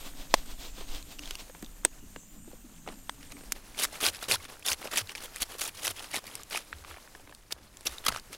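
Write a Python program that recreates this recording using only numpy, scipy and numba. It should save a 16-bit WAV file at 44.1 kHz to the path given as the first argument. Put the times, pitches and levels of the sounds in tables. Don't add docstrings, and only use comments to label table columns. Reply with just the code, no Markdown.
import sys
import numpy as np
from scipy import signal
from scipy.fft import rfft, irfft, next_fast_len
from scipy.io import wavfile
from scipy.ndimage import uniform_filter1d
from numba import njit

SR = 44100
rng = np.random.default_rng(int(sys.argv[2]) if len(sys.argv) > 2 else 0)


def pcm_store(signal):
    levels = np.round(np.clip(np.atleast_2d(signal), -1, 1) * 32767)
    wavfile.write(sys.argv[1], SR, levels.astype(np.int16).T)


def boost(x):
    u = np.asarray(x, float) / 20
    return 10 ** u


N = 369116

# (time [s], length [s], level [dB], share of stroke at peak pressure [0-1], edge brightness [dB])
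CUTS = [(3.789, 0.035, -27.5, 0.28, 2), (3.811, 0.042, -25, 0.6, 1), (4.006, 0.091, -24.5, 0.66, 0),
        (4.2, 0.065, -39, 0.43, 2.5), (4.285, 0.074, -25.5, 0.5, -1.5), (4.651, 0.088, -28.5, 0.6, 6),
        (4.912, 0.052, -32.5, 0.47, -3), (4.95, 0.062, -28.5, 0.39, 1), (5.205, 0.057, -39, 0.91, 4),
        (5.402, 0.034, -32.5, 0.58, 3.5), (5.607, 0.088, -34.5, 0.076, 6), (5.827, 0.087, -31.5, 0.27, 2.5),
        (6.111, 0.081, -31, 0.72, -2), (6.25, 0.057, -44, 0.5, 4.5), (6.509, 0.075, -31, 0.58, -4),
        (7.511, 0.019, -37, 0.86, 2), (7.857, 0.023, -28.5, 0.7, 4.5), (8.063, 0.0063, -20.5, 0.3, -5),
        (8.081, 0.011, -20.5, 0.52, -1.5)]
# (time [s], length [s], level [dB], hollow share [dB])
BRUSHES = [(2.872, 0.067, -51.5, 2.5), (3.203, 0.07, -53.5, -10), (3.315, 0.01, -46, -5),
           (3.557, 0.012, -47.5, -2), (3.777, 0.018, -37.5, -5), (3.923, 0.045, -40.5, -4.5),
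           (4.133, 0.036, -43, -14), (4.402, 0.058, -46.5, -8.5), (4.483, 0.057, -47, -1.5),
           (4.812, 0.07, -42, -1.5), (5.092, 0.034, -45, -9), (5.157, 0.031, -44, -6),
           (5.333, 0.072, -46, -22), (5.497, 0.06, -45, -3.5), (5.586, 0.016, -41.5, -8),
           (5.814, 0.02, -41.5, -9), (5.747, 0.057, -44.5, -9.5), (5.964, 0.042, -42, -10.5),
           (6.022, 0.041, -42.5, -6), (6.32, 0.1, -47, -5.5), (6.585, 0.031, -42.5, -8),
           (6.871, 0.09, -48.5, -4), (7.536, 0.14, -57, 0), (7.878, 0.07, -44.5, -7),
           (8.042, 0.028, -38.5, -10), (8.1, 0.085, -41, -4.5), (8.329, 0.021, -42, -9)]
# (frequency [Hz], density [dB per Hz])
BARK_COLOUR = [(590, -60), (1000, -65), (1110, -4), (1540, 0.5), (2810, 2), (3120, 1.5), (7880, -2.5),
               (10200, 0.5), (16000, -12)]
# (time [s], peak [dB], ring [Hz])
CATCHES = [(3.789, -24, 3060), (3.851, -17, 1880), (4.012, -25, 3400), (4.052, -20, 4800),
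           (4.086, -16, 4160), (4.147, -27.5, 2580), (4.285, -41, 2010), (4.312, -9.5, 2560),
           (4.32, -10.5, 4100), (4.663, -22, 11000), (4.684, -14, 3600), (4.717, -14.5, 2680),
           (4.732, -26, 3620), (4.917, -32, 1880), (4.959, -20, 3640), (4.972, -16, 3040),
           (4.982, -15, 3450), (5.595, -33, 4510), (5.616, -16.5, 3600), (5.869, -18.5, 5670),
           (5.878, -15.5, 3200), (6.143, -19.5, 835), (6.163, -19, 3900), (6.509, -28.5, 2520),
           (6.5743, -19.5, 2500), (6.5718, -19, 11100), (7.5207, -26, 10900), (7.5241, -26, 5400),
           (7.87, -15, 3550), (8.065, -13.5, 3320), (8.083, -11, 1230)]
# (time [s], peak [dB], ring [Hz])
SPLINTERS = [(2.8756, -27.5, 760), (3.0941, -28.5, 3450), (3.7892, -22, 3040.0), (3.7982, -23.0, 8720.0),
             (3.8047, -28, 7560), (3.8341, -23, 2240), (3.85, -22.5, 1790), (4.0281, -29, 470),
             (4.0306, -23, 3230), (4.0411, -19.0, 3250), (4.0516, -20, 4890.0), (4.0546, -28, 1420),
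             (4.084, -24, 2440), (4.2975, -28, 470), (4.302, -25, 3040.0), (4.3185, -15.0, 9800),
             (4.327, -21, 4290.0), (4.3404, -19, 3420.0), (4.3429, -25, 5860), (4.3464, -20, 4290.0),
             (4.6901, -21, 5020), (4.6936, -26, 1490), (4.6996, -23, 7130), (4.7161, -38, 690),
             (4.7221, -26, 4780), (4.7246, -19, 5640.0), (4.7305, -19, 6090.0), (4.9251, -32, 1830),
             (4.9605, -28, 1940), (4.9825, -17.5, 6180.0), (4.9994, -28.0, 5000.0), (5.0917, -29, 2840),
             (5.42, -30, 3230), (5.5946, -33, 3420), (5.627, -27, 6720), (5.651, -28.0, 7190.0),
             (5.6589, -28.0, 7540.0), (5.847, -31, 4110), (5.871, -28, 1460), (5.8824, -29.0, 3850.0),
             (5.8894, -31, 9390), (5.8999, -31, 11130), (6.1383, -28, 2140), (6.1428, -23.5, 2200.0),
             (6.1623, -34, 2070), (6.1738, -33, 3960), (6.1803, -29, 7430), (6.3529, -30, 8360),
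             (6.5414, -27, 2840.0), (6.5554, -33, 9520), (6.5589, -25, 2520), (7.9822, -31, 3770),
             (8.0625, -16, 10830), (8.0889, -23, 1290)]
# (time [s], length [s], level [dB])
SAWING = [(0.005, 0.089, -44.5), (0.167, 0.085, -49), (0.305, 0.12, -47), (0.464, 0.079, -48),
          (0.594, 0.095, -43), (0.749, 0.092, -46), (0.887, 0.11, -43), (1.064, 0.094, -49),
          (1.224, 0.1, -45.5), (1.3, 0.068, -51.5), (1.391, 0.022, -40)]
# (frequency [Hz], density [dB per Hz])
SAW_COLOUR = [(180, -19), (300, -0.5), (455, -3.5), (667, -2), (1720, -8), (3460, -2), (9700, -12.5),
              (10600, -29), (11600, -13), (16000, -17)]
# (time [s], peak [dB], ring [Hz], knock [dB], spit [dB])
POPS = [
    (.3399, 8.5, 987, -23.5, -23),
    (1.8492, 3.5, 8240, -27, -11.5),
]
# (time [s], peak [dB], ring [Hz], spit [dB])
SNAPS = [(0.151, -40, 713, -12), (0.459, -43, 1400, 3), (1.026, -35, 4080, -3), (1.192, -23.5, 2820, -11),
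         (1.235, -33, 3100, -17), (1.275, -30, 3250, -12), (1.308, -19, 3260, -11), (1.353, -24, 2870, -11),
         (1.645, -35, 3900, -15), (3.0947, -28.5, 7950, -7), (3.229, -32.5, 2880, -22),
         (3.32, -35, 7000, -5), (3.5216, -24, 8400, -10), (5.094, -26, 2320, -27),
         (5.151, -22.5, 2450, -28), (5.36, -27, 1950, 2), (5.42, -23, 4170, 9), (5.677, -33, 7520, 12),
         (6.24, -32.5, 729, -5), (6.267, -35, 2270, -7), (6.353, -25, 8360, 3.5), (6.433, -31, 6940, 1),
         (7.348, -36.5, 4500, 0.5), (7.77, -34, 7160, -3), (7.808, -37.5, 829, 2), (7.853, -33, 7800, -4),
         (7.983, -29.5, 3730, -26), (8.123, -23.5, 1610, -22), (8.161, -20.5, 1260, -25),
         (8.329, -32, 2130, 3.5)]
# (time [s], peak [dB], ring [Hz], knock [dB])
KNOCKS = [(0.78, -34, 453, -9), (0.808, -39, 447, 1), (1.496, -34, 585, -10), (1.549, -35.5, 1010, -11),
          (1.6257, -28.5, 537, -12), (2.161, -32, 2790, -14), (2.475, -48, 476, 4), (2.531, -45, 452, 1),
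          (2.863, -40, 1300, -8), (2.8765, -26, 430, -8), (2.888, -25, 720, -20), (3.368, -38, 2270, -15),
          (3.409, -36, 493, -15), (3.436, -36, 455, -19), (3.562, -34.5, 770, -15),
          (4.039, -19.5, 3220, -7), (6.004, -28, 900, -27), (6.548, -17, 850, -35),
          (6.7278, -22, 1720, -53), (6.847, -30.5, 1200, -34), (6.91, -30, 1320, -22),
          (6.942, -33.5, 1960, -22), (6.97, -30.5, 705, -28), (7.075, -41, 1730, -16),
          (7.151, -34.5, 1730, -11.5), (7.197, -38.5, 750, -13), (7.273, -42, 1870, -7),
          (7.294, -39, 1060, -10), (7.324, -35.5, 1720, -20)]
# (multiple of ring [ratio], level [dB])
TWIG_MODES = [(1.002, -0.5), (1.96, -8.5), (2.8, -19.5), (3.4, -15.5)]
# (time [s], peak [dB], ring [Hz])
CRACKS = [(0.3412, -12, 1900), (0.3405, -9, 3260), (1.8495, -15, 613), (1.1915, -34, 3600),
          (1.549, -37, 1300), (2.1609, -28, 1900), (2.1612, -31.5, 620), (1.8494, -15, 4900),
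          (2.8874, -30, 3300), (3.0941, -23, 950), (3.0951, -24, 1700), (3.5213, -6.5, 6500),
          (3.5213, -23, 2400), (6.848, -36, 1700), (7.15, -34, 1500), (7.275, -38, 1600),
          (7.312, -42, 2600), (7.5083, -31, 1900), (7.5237, -12.5, 4600)]
# (time [s], peak [dB], ring [Hz])
TICKS = [(0.9476, -34.5, 3620.0), (1.1866, -40.0, 2930), (1.2564, -36, 3450.0), (1.6246, -32, 8140),
         (1.6615, -42, 3570.0), (1.8346, -46, 1230.0), (2.5141, -44, 820.0), (3.7463, -40, 2220.0),
         (3.9538, -37, 2240), (3.9738, -40, 1980.0), (4.1833, -40.0, 880.0), (4.1898, -40.0, 3900.0),
         (4.2402, -29, 3920.0), (4.2836, -31, 430), (4.4422, -40.0, 6500.0), (4.5554, -44.0, 600.0),
         (4.5689, -47.0, 1380.0), (4.5939, -41, 10830.0), (4.6248, -39, 2520.0), (4.6288, -43, 3290.0),
         (4.7026, -33, 990), (4.8164, -34, 860.0), (4.8268, -35, 2170.0), (4.8553, -31, 600.0),
         (4.8727, -30, 2630.0), (5.0723, -39, 4070.0), (5.1062, -36, 2990), (5.1556, -29, 2330.0),
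         (5.179, -35, 3000), (5.2424, -34.0, 10920.0), (5.2798, -42, 1340.0), (5.3451, -39.0, 3170.0),
         (5.3841, -34.0, 10010.0), (5.5417, -40, 1440.0), (5.5467, -44, 1740), (5.6854, -35, 4410.0),
         (5.84, -36, 470), (5.9932, -33, 3250), (6.1837, -37, 1100), (6.1882, -40, 690),
         (6.2666, -32, 10900), (6.2695, -35, 4480.0), (6.2765, -38, 2280), (6.3129, -40.0, 3210.0),
         (6.499, -35, 10980.0), (6.5085, -36, 560), (6.528, -29, 2150.0), (6.7839, -45.0, 4030.0),
         (6.8388, -44, 1100.0), (6.9824, -42.0, 930.0), (7.3132, -49, 600.0), (7.8924, -37.0, 5920.0),
         (8.0395, -38, 1920.0), (8.0495, -28, 10230.0), (8.1034, -32, 950.0), (8.1408, -34.0, 1460.0),
         (8.1468, -30, 1400.0), (8.1707, -32, 5750.0), (8.1747, -34.0, 1360.0), (8.1967, -36.0, 4500.0)]
# (time [s], peak [dB], ring [Hz])
THUDS = [(3.349, -50, 45.8), (3.457, -46, 45.8), (4.065, -46, 95), (4.317, -44.5, 117.7),
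         (4.702, -46.5, 80), (5.008, -43.5, 110), (5.399, -45, 49), (5.882, -48, 107), (6.734, -44.5, 82.5),
         (6.8, -50, 86), (6.899, -47.5, 82), (7.534, -51, 75.5), (7.881, -45, 68), (8.078, -43.5, 67.6),
         (8.111, -47.5, 126), (4.358, -46, 104)]
# (time [s], peak [dB], centre [Hz])
SHIFTS = [(1.412, -44.5, 211), (1.624, -31.5, 276), (1.845, -38.5, 297), (2.025, -44, 199),
          (2.159, -44, 280), (2.357, -47, 200), (2.473, -42, 283), (2.532, -42.5, 283), (2.642, -41.5, 214),
          (2.713, -45.5, 213), (2.874, -39, 285), (3.347, -42.5, 275), (3.41, -51, 229), (3.47, -44, 240),
          (5.414, -40, 268), (8.083, -34.5, 159), (8.299, -48, 280)]
# (frequency [Hz], density [dB per Hz])
SIZZLE_COLOUR = [(1500, -52), (2700, -4), (3100, -7.5), (5100, -26), (6100, -1), (7000, 3), (7600, -1),
                 (8600, 3), (9800, -12), (10500, -40), (11300, -9.5), (12800, -2.5), (15500, -14.5),
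                 (17000, -22)]
# (time [s], level [dB])
BUSY = [(0.0, -54.5), (1.0, -59), (1.42, -54), (1.63, -55.5), (2.31, -59), (2.82, -58.5), (3.66, -52.5),
        (3.96, -48.5), (4.22, -52), (4.48, -54), (5.78, -50.5), (6.6, -53), (7.18, -55), (7.32, -59.5),
        (7.74, -59), (7.97, -48.5), (8.16, -57), (8.37, -52)]
# (frequency [Hz], density [dB per Hz])
RUSTLE_COLOUR = [(150, -48), (300, -1.5), (700, -2.5), (1500, -5.5), (3000, -8.5), (6000, -9.5),
                 (11000, -11), (16000, -18.5), (18000, -50)]
# (time [s], level [dB])
WIND = [(0.0, -46), (0.14, -43), (0.91, -39), (1.09, -51), (1.28, -43), (1.56, -55), (1.7, -46),
        (2.38, -54), (2.8, -51), (3.26, -49.5), (4.1, -56), (4.8, -62), (5.43, -59), (6.41, -63),
        (6.88, -56.5), (7.7, -67), (8.16, -51.5), (8.37, -67)]
# (frequency [Hz], density [dB per Hz])
WIND_COLOUR = [(4, -26.5), (12, 6.5), (35, -11.5), (50, -15.0), (90, -53), (400, -67.0)]
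# (time [s], level [dB])
STREAM = [(0, -57), (1.3, -63), (2.4, -61), (3.0, -56.5), (3.2, -62), (3.9, -61), (4.2, -69), (8.37, -67.5)]
# (low edge [Hz], high edge [Hz], level [dB])
GURGLE = [(151, 182.5, -5.5), (197.6, 238, -4.5), (256, 299, -2.5)]
# (frequency [Hz], level under the sound [dB])
RESIDUE = [(30, -38), (80, -28), (200, -19), (380, -21), (700, -21.5), (1290, -21), (2380, -19.5),
           (4400, -17), (8120, -16.5), (15000, -10.5)]

CUT_BITE_DB, CUT_LIFT_DB, CUT_HOLLOW_DB = -8.5, -7, -8.5
CUT_RISE_SHARE, CUT_FALL_SHARE = 0.42, 0.72
BRUSH_BITE_DB, BRUSH_PEAK_SHARE, BRUSH_LIFT_DB = -2.5, 0.47, -2
SAW_BITE_DB, SAW_PEAK_SHARE, SAW_LIFT_DB = -6, 0.66, -6.5
CATCH_KNOCK_DB, CATCH_SPIT_DB = -23.5, -6
SNAP_KNOCK_DB, KNOCK_PER_DB = -25, 0.11
SIZZLE_DB, SIZZLE_FADE_DB_PER_S, DRIFT_DB = -57, -0.8, 1.2
SWELL_DB = 1.8
CUT_S = 3.58
TOP_HZ = 15750
CLIP = 0.5


def unit(x):
    return x / np.sqrt(np.mean(x ** 2))


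def top(x):
    return x / np.abs(x).max()


def curve(table, column):
    table = np.array(table, float)
    return np.interp(np.arange(N) / SR, table[:, 0], table[:, column], left=-120, right=-120)


def colour(x, points):
    hz, db = np.transpose(points)
    size = next_fast_len(x.shape[-1])
    f_hz = np.maximum(np.arange(size // 2 + 1) * SR / size, 1)
    gain = boost(np.interp(np.log(f_hz), np.log(hz), db))
    return irfft(rfft(x, size) * gain, size)[..., :x.shape[-1]]


def band(x, lo_hz, hi_hz, order=2):
    return signal.sosfilt(signal.butter(order, [lo_hz, hi_hz], "bandpass", fs=SR, output="sos"), x)


def walk(rate_hz):
    hold = max(int(SR / rate_hz), 1)
    steps = np.repeat(rng.standard_normal(N // hold + 1), hold)
    return 1.35 * uniform_filter1d(steps, hold)[:N]


@njit
def ring(start, hz, decay, size, length):
    out = np.zeros(length)
    for k in range(len(start)):
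        turn = decay[k] * np.exp(2j * np.pi * hz[k] / SR)
        z, gain, i = size[k] + 0j, 1., start[k]
        while gain > .01 and i < length:
            out[i] += z.imag
            z, gain, i = z * turn, gain * decay[k], i + 1
    return out


def grains(count, spread_db, ring_ms, top_hz=16000):
    when, pitch, size, long = rng.random((count, 4)).T
    decay = np.exp(-1000 / (SR * ring_ms * (0.38 + 1.0 * long)))
    size_db = spread_db * np.minimum(-np.log(1 - size), 5.5)
    start = (when * N).astype(np.int64)
    return unit(ring(start, 200 + top_hz * pitch, decay, boost(size_db), N))


def friction(spread_db, ring_ms, slip_db, slip_hz, hiss_db, count):
    rub = grains(count, spread_db, ring_ms) + boost(hiss_db) * rng.standard_normal(N)
    return rub * boost(slip_db * walk(slip_hz) + 1.22 * walk(45))


def pressure(strokes, bite_db, lift_db, rise_s, fall_s):
    levels = []
    for s, long, db, share in strokes:
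        peak_s = s + long * min(max(share, .05), .95)
        end_s = s + long
        shape = [(s - rise_s, db + bite_db - 23), (s, db + bite_db), (peak_s, db),
                 (end_s, db + lift_db), (end_s + fall_s, db + lift_db - 21.0)]
        levels.append(curve(shape, 1))
    return np.max(levels, axis=0)


def hand(rise_s, fall_s, hollow):
    strokes = [row[:4] for row in CUTS]
    cuts = pressure(strokes, CUT_BITE_DB, CUT_LIFT_DB, CUT_RISE_SHARE * rise_s, CUT_FALL_SHARE * fall_s)
    cuts = cuts + hollow * CUT_HOLLOW_DB
    brushes = [(s, long, db + hollow * h, BRUSH_PEAK_SHARE) for s, long, db, h in BRUSHES]
    return np.maximum(cuts, pressure(brushes, BRUSH_BITE_DB, BRUSH_LIFT_DB, rise_s, fall_s))


def blade():
    rub = unit(friction(spread_db=2.5, ring_ms=0.67, slip_db=2.5, slip_hz=300, hiss_db=-4.5, count=40000))
    chips = grains(count=3500, spread_db=2.5, ring_ms=3.8, top_hz=5504)
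    rub = rub + boost(-9.0) * chips
    bright = unit(colour(rub, BARK_COLOUR))
    hollow = unit(band(rub, 246, 1280))
    bark_db = hand(rise_s=0.017, fall_s=0.021, hollow=False)
    stick_db = hand(rise_s=0.011, fall_s=0.014, hollow=True)
    middle_s = [c[0] + c[1] / 2 for c in CUTS]
    edge_db = np.interp(np.arange(N) / SR, middle_s, [c[4] for c in CUTS])
    sheen = boost(0.38 * np.clip(bark_db + 30, -30, 5) + edge_db) - 1
    bark = bright + sheen * band(bright, 4100, 22000, order=1)
    return boost(bark_db) * bark + boost(stick_db - 2.0) * hollow


def saw():
    rub = friction(spread_db=3.5, ring_ms=0.2, slip_db=-0.5, slip_hz=310, hiss_db=6.5, count=40000)
    strokes = [row + (SAW_PEAK_SHARE,) for row in SAWING]
    level_db = pressure(strokes, SAW_BITE_DB, SAW_LIFT_DB, rise_s=0.041, fall_s=0.05)
    return unit(colour(rub, SAW_COLOUR)) * boost(level_db)


def hits(table, t60_s, low_share, tick, crack_db, crack_hz, scatter_db, knock_hz, linger, upper_db=0):
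    out, t = np.zeros(N + 4096), np.arange(4096) / SR
    noise = rng.standard_normal((len(table), 3, len(t)))
    fall = np.log(1000) * t / t60_s
    for (s, db, hz, knock_db, spit_db), chance in zip(table, noise):
        burst = (chance[0] - tick * (t == 0)) * np.exp(-1.3 * fall)
        low_hz = min(max(low_share * hz, 500), 1800)
        crack = top(band(burst, low_hz, crack_hz, order=3))
        twig = np.zeros(len(t))
        for k, mode_db in TWIG_MODES:
            if k * hz < 2.2 * crack_hz:
                die = np.exp(-1.6 * fall * (k * hz / 1500) ** 0.044)
                twig += boost(mode_db + upper_db * (k > 1.5)) * np.sin(2 * np.pi * k * hz * t) * die
        knock = top(band(chance[1] * np.exp(-linger * fall), knock_hz, 2.95 * knock_hz, order=3))
        spit = top(band(chance[1] * np.exp(-2.5 * fall), 6500, 12800))
        scatter = top(band(chance[2], 400, 1.26 * crack_hz))
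        scatter = scatter * np.exp(-.25 * fall) * np.minimum(t / 0.00069, 1)
        sound = boost(crack_db) * crack - 0.64 * twig + boost(knock_db) * knock
        sound = sound + boost(spit_db) * spit + boost(scatter_db) * scatter
        i = int((s + .0007) * SR)
        out[i:i + len(t)] += boost(db) * sound
    return out[:N]


def snaps():
    breaks = [(s, db, hz, SNAP_KNOCK_DB + KNOCK_PER_DB * (db + 23), spit_db) for s, db, hz, spit_db in SNAPS]
    breaks += [(s, db, hz, CATCH_KNOCK_DB + KNOCK_PER_DB * (db + 27.5), CATCH_SPIT_DB)
               for s, db, hz in CATCHES]
    return hits(breaks, t60_s=0.015, low_share=0.44, tick=2.1, crack_db=-5.0, crack_hz=7000,
                scatter_db=-18.0, knock_hz=276, linger=0.88)


def knocks():
    return hits([row + (-40,) for row in KNOCKS], t60_s=0.02, low_share=0.37, tick=2.9, crack_db=-7.0,
                crack_hz=2600, scatter_db=-14.5, knock_hz=200, linger=0.55, upper_db=-12)


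def pops():
    return hits(POPS, t60_s=0.009, low_share=0.11, tick=3.05, crack_db=-11.5, crack_hz=7000,
                scatter_db=-19.5, knock_hz=283, linger=0.48)


def ticks(table, cycles, longest_ms, click_db, click_ms, gain_db, rise_ms=0.3):
    out, t = np.zeros(N + 1024), np.arange(1024) / SR
    for (s, db, hz), chance in zip(table, rng.standard_normal((len(table), len(t)))):
        tone = np.sin(2 * np.pi * hz * t) * np.exp(-t / min(cycles / hz, longest_ms / 1000))
        click = band(chance, 0.54 * hz, min(1.67 * hz, 15000), order=1) * np.exp(-1000 * t / click_ms)
        rise = np.minimum(1000 * t / rise_ms, 1)
        i = int((s + .0005) * SR)
        out[i:i + len(t)] += boost(db + gain_db) * rise * (tone + boost(click_db) * top(click))
    return out[:N]


def fibres():
    splinters = ticks(SPLINTERS, cycles=4.8, longest_ms=2.0, click_db=-5.5, click_ms=1.05, gain_db=2.5)
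    crumbs = ticks(TICKS, cycles=5.0, longest_ms=1.6, click_db=-1.5, click_ms=2.0, gain_db=2.1)
    cracks = ticks(CRACKS, cycles=1.0, longest_ms=1.3, click_db=-12.5, click_ms=2.3, gain_db=2.5,
                   rise_ms=0.063)
    return splinters + crumbs - band(cracks, 240, 18000, order=1)


def thuds():
    out, t = np.zeros(N + 8192), np.arange(8192) / SR
    swell = t / 0.015 * np.exp(1 - t / 0.02)
    for s, db, hz in THUDS:
        i = int(s * SR)
        out[i:i + len(t)] += boost(db - 3) * swell * np.sin(2 * np.pi * hz * t * (1.05 - 2.6 * t))
    return out[:N] * boost(1.5 * walk(70))


def shifts():
    out, t = np.zeros(N + 4096), np.arange(4096) / SR
    for (s, db, hz), chance in zip(SHIFTS, rng.standard_normal((len(SHIFTS), len(t)))):
        bump = band(chance, 0.735 * hz, 1.27 * hz) * t * np.exp(-t / 0.0067)
        i = int(s * SR)
        out[i:i + len(t)] += boost(db - 1.5) * top(bump)
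    return out[:N]


def fire():
    t = np.arange(N) / SR
    hiss = colour(rng.standard_normal(N), SIZZLE_COLOUR)
    edges_hz = 1500 * 2 ** np.arange(0, 3.7, .2)
    sizzle = np.zeros(N)
    for lo_hz, hi_hz in zip(edges_hz, edges_hz[1:]):
        drift_db = DRIFT_DB * walk(9.2) + 1.1 * walk(24.92)
        sizzle += boost(drift_db) * band(hiss, lo_hz, hi_hz)
    near = np.clip((CUT_S - t) / 0.19, .05, 1)
    return unit(sizzle) * near * boost(SIZZLE_DB + SIZZLE_FADE_DB_PER_S * t)


def rustle():
    bits = friction(spread_db=2.5, ring_ms=0.91, slip_db=-0.74, slip_hz=16, hiss_db=5.0, count=9000)
    return unit(colour(bits, RUSTLE_COLOUR)) * boost(curve(BUSY, 1) - 1.5)


def air():
    wind = unit(colour(rng.standard_normal(N), WIND_COLOUR))
    wind = wind + boost(-7.5) * unit(band(rng.standard_normal(N), 29.2, 36.1))
    rumble = boost(-61.0 + 1.9 * walk(6.2)) * unit(band(rng.standard_normal(N), 23.1, 113))
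    gurgle = np.zeros(N)
    for lo_hz, hi_hz, db in GURGLE:
        gurgle += boost(db + 2.1 * walk(11)) * unit(band(rng.standard_normal(N), lo_hz, hi_hz))
    gusts = boost(curve(WIND, 1) + 0.62 * walk(6))
    stream = boost(curve(STREAM, 1) + SWELL_DB * walk(12))
    return wind * gusts + rumble + gurgle * stream


def scene():
    steady = saw() + blade() + fire() + rustle() + air() + thuds()
    breaks = band(snaps() + knocks(), 300, 13000) + band(pops(), 335, 14800)
    low_pass = signal.ellip(8, .2, 60, TOP_HZ, fs=SR, output="sos")
    mono = signal.sosfilt(low_pass, steady + fibres()) + breaks + shifts()
    return np.array([mono, mono])


def band_limit(x):
    return signal.sosfilt(signal.butter(12, 16970, fs=SR, output="sos"), x)


def record(dry):
    excess = dry[0] - np.clip(dry[0], -CLIP, CLIP)
    loud = dry[0] - band(excess, 140, 21000, order=1)
    loud = colour(loud, [(16650, 0), (16980, -50)])
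    cells = signal.stft(colour(loud, RESIDUE), nperseg=512)[2]
    cells = cells * np.exp(2j * np.pi * rng.random(cells.shape))
    residue = signal.istft(cells, nperseg=512)[1][:N]
    residue = boost(-3.5) * band(residue, 20, 18000, order=1)
    mix = loud + np.array([residue, -residue])
    return band_limit(mix)


dry = scene()
out = record(dry)
pcm_store(out)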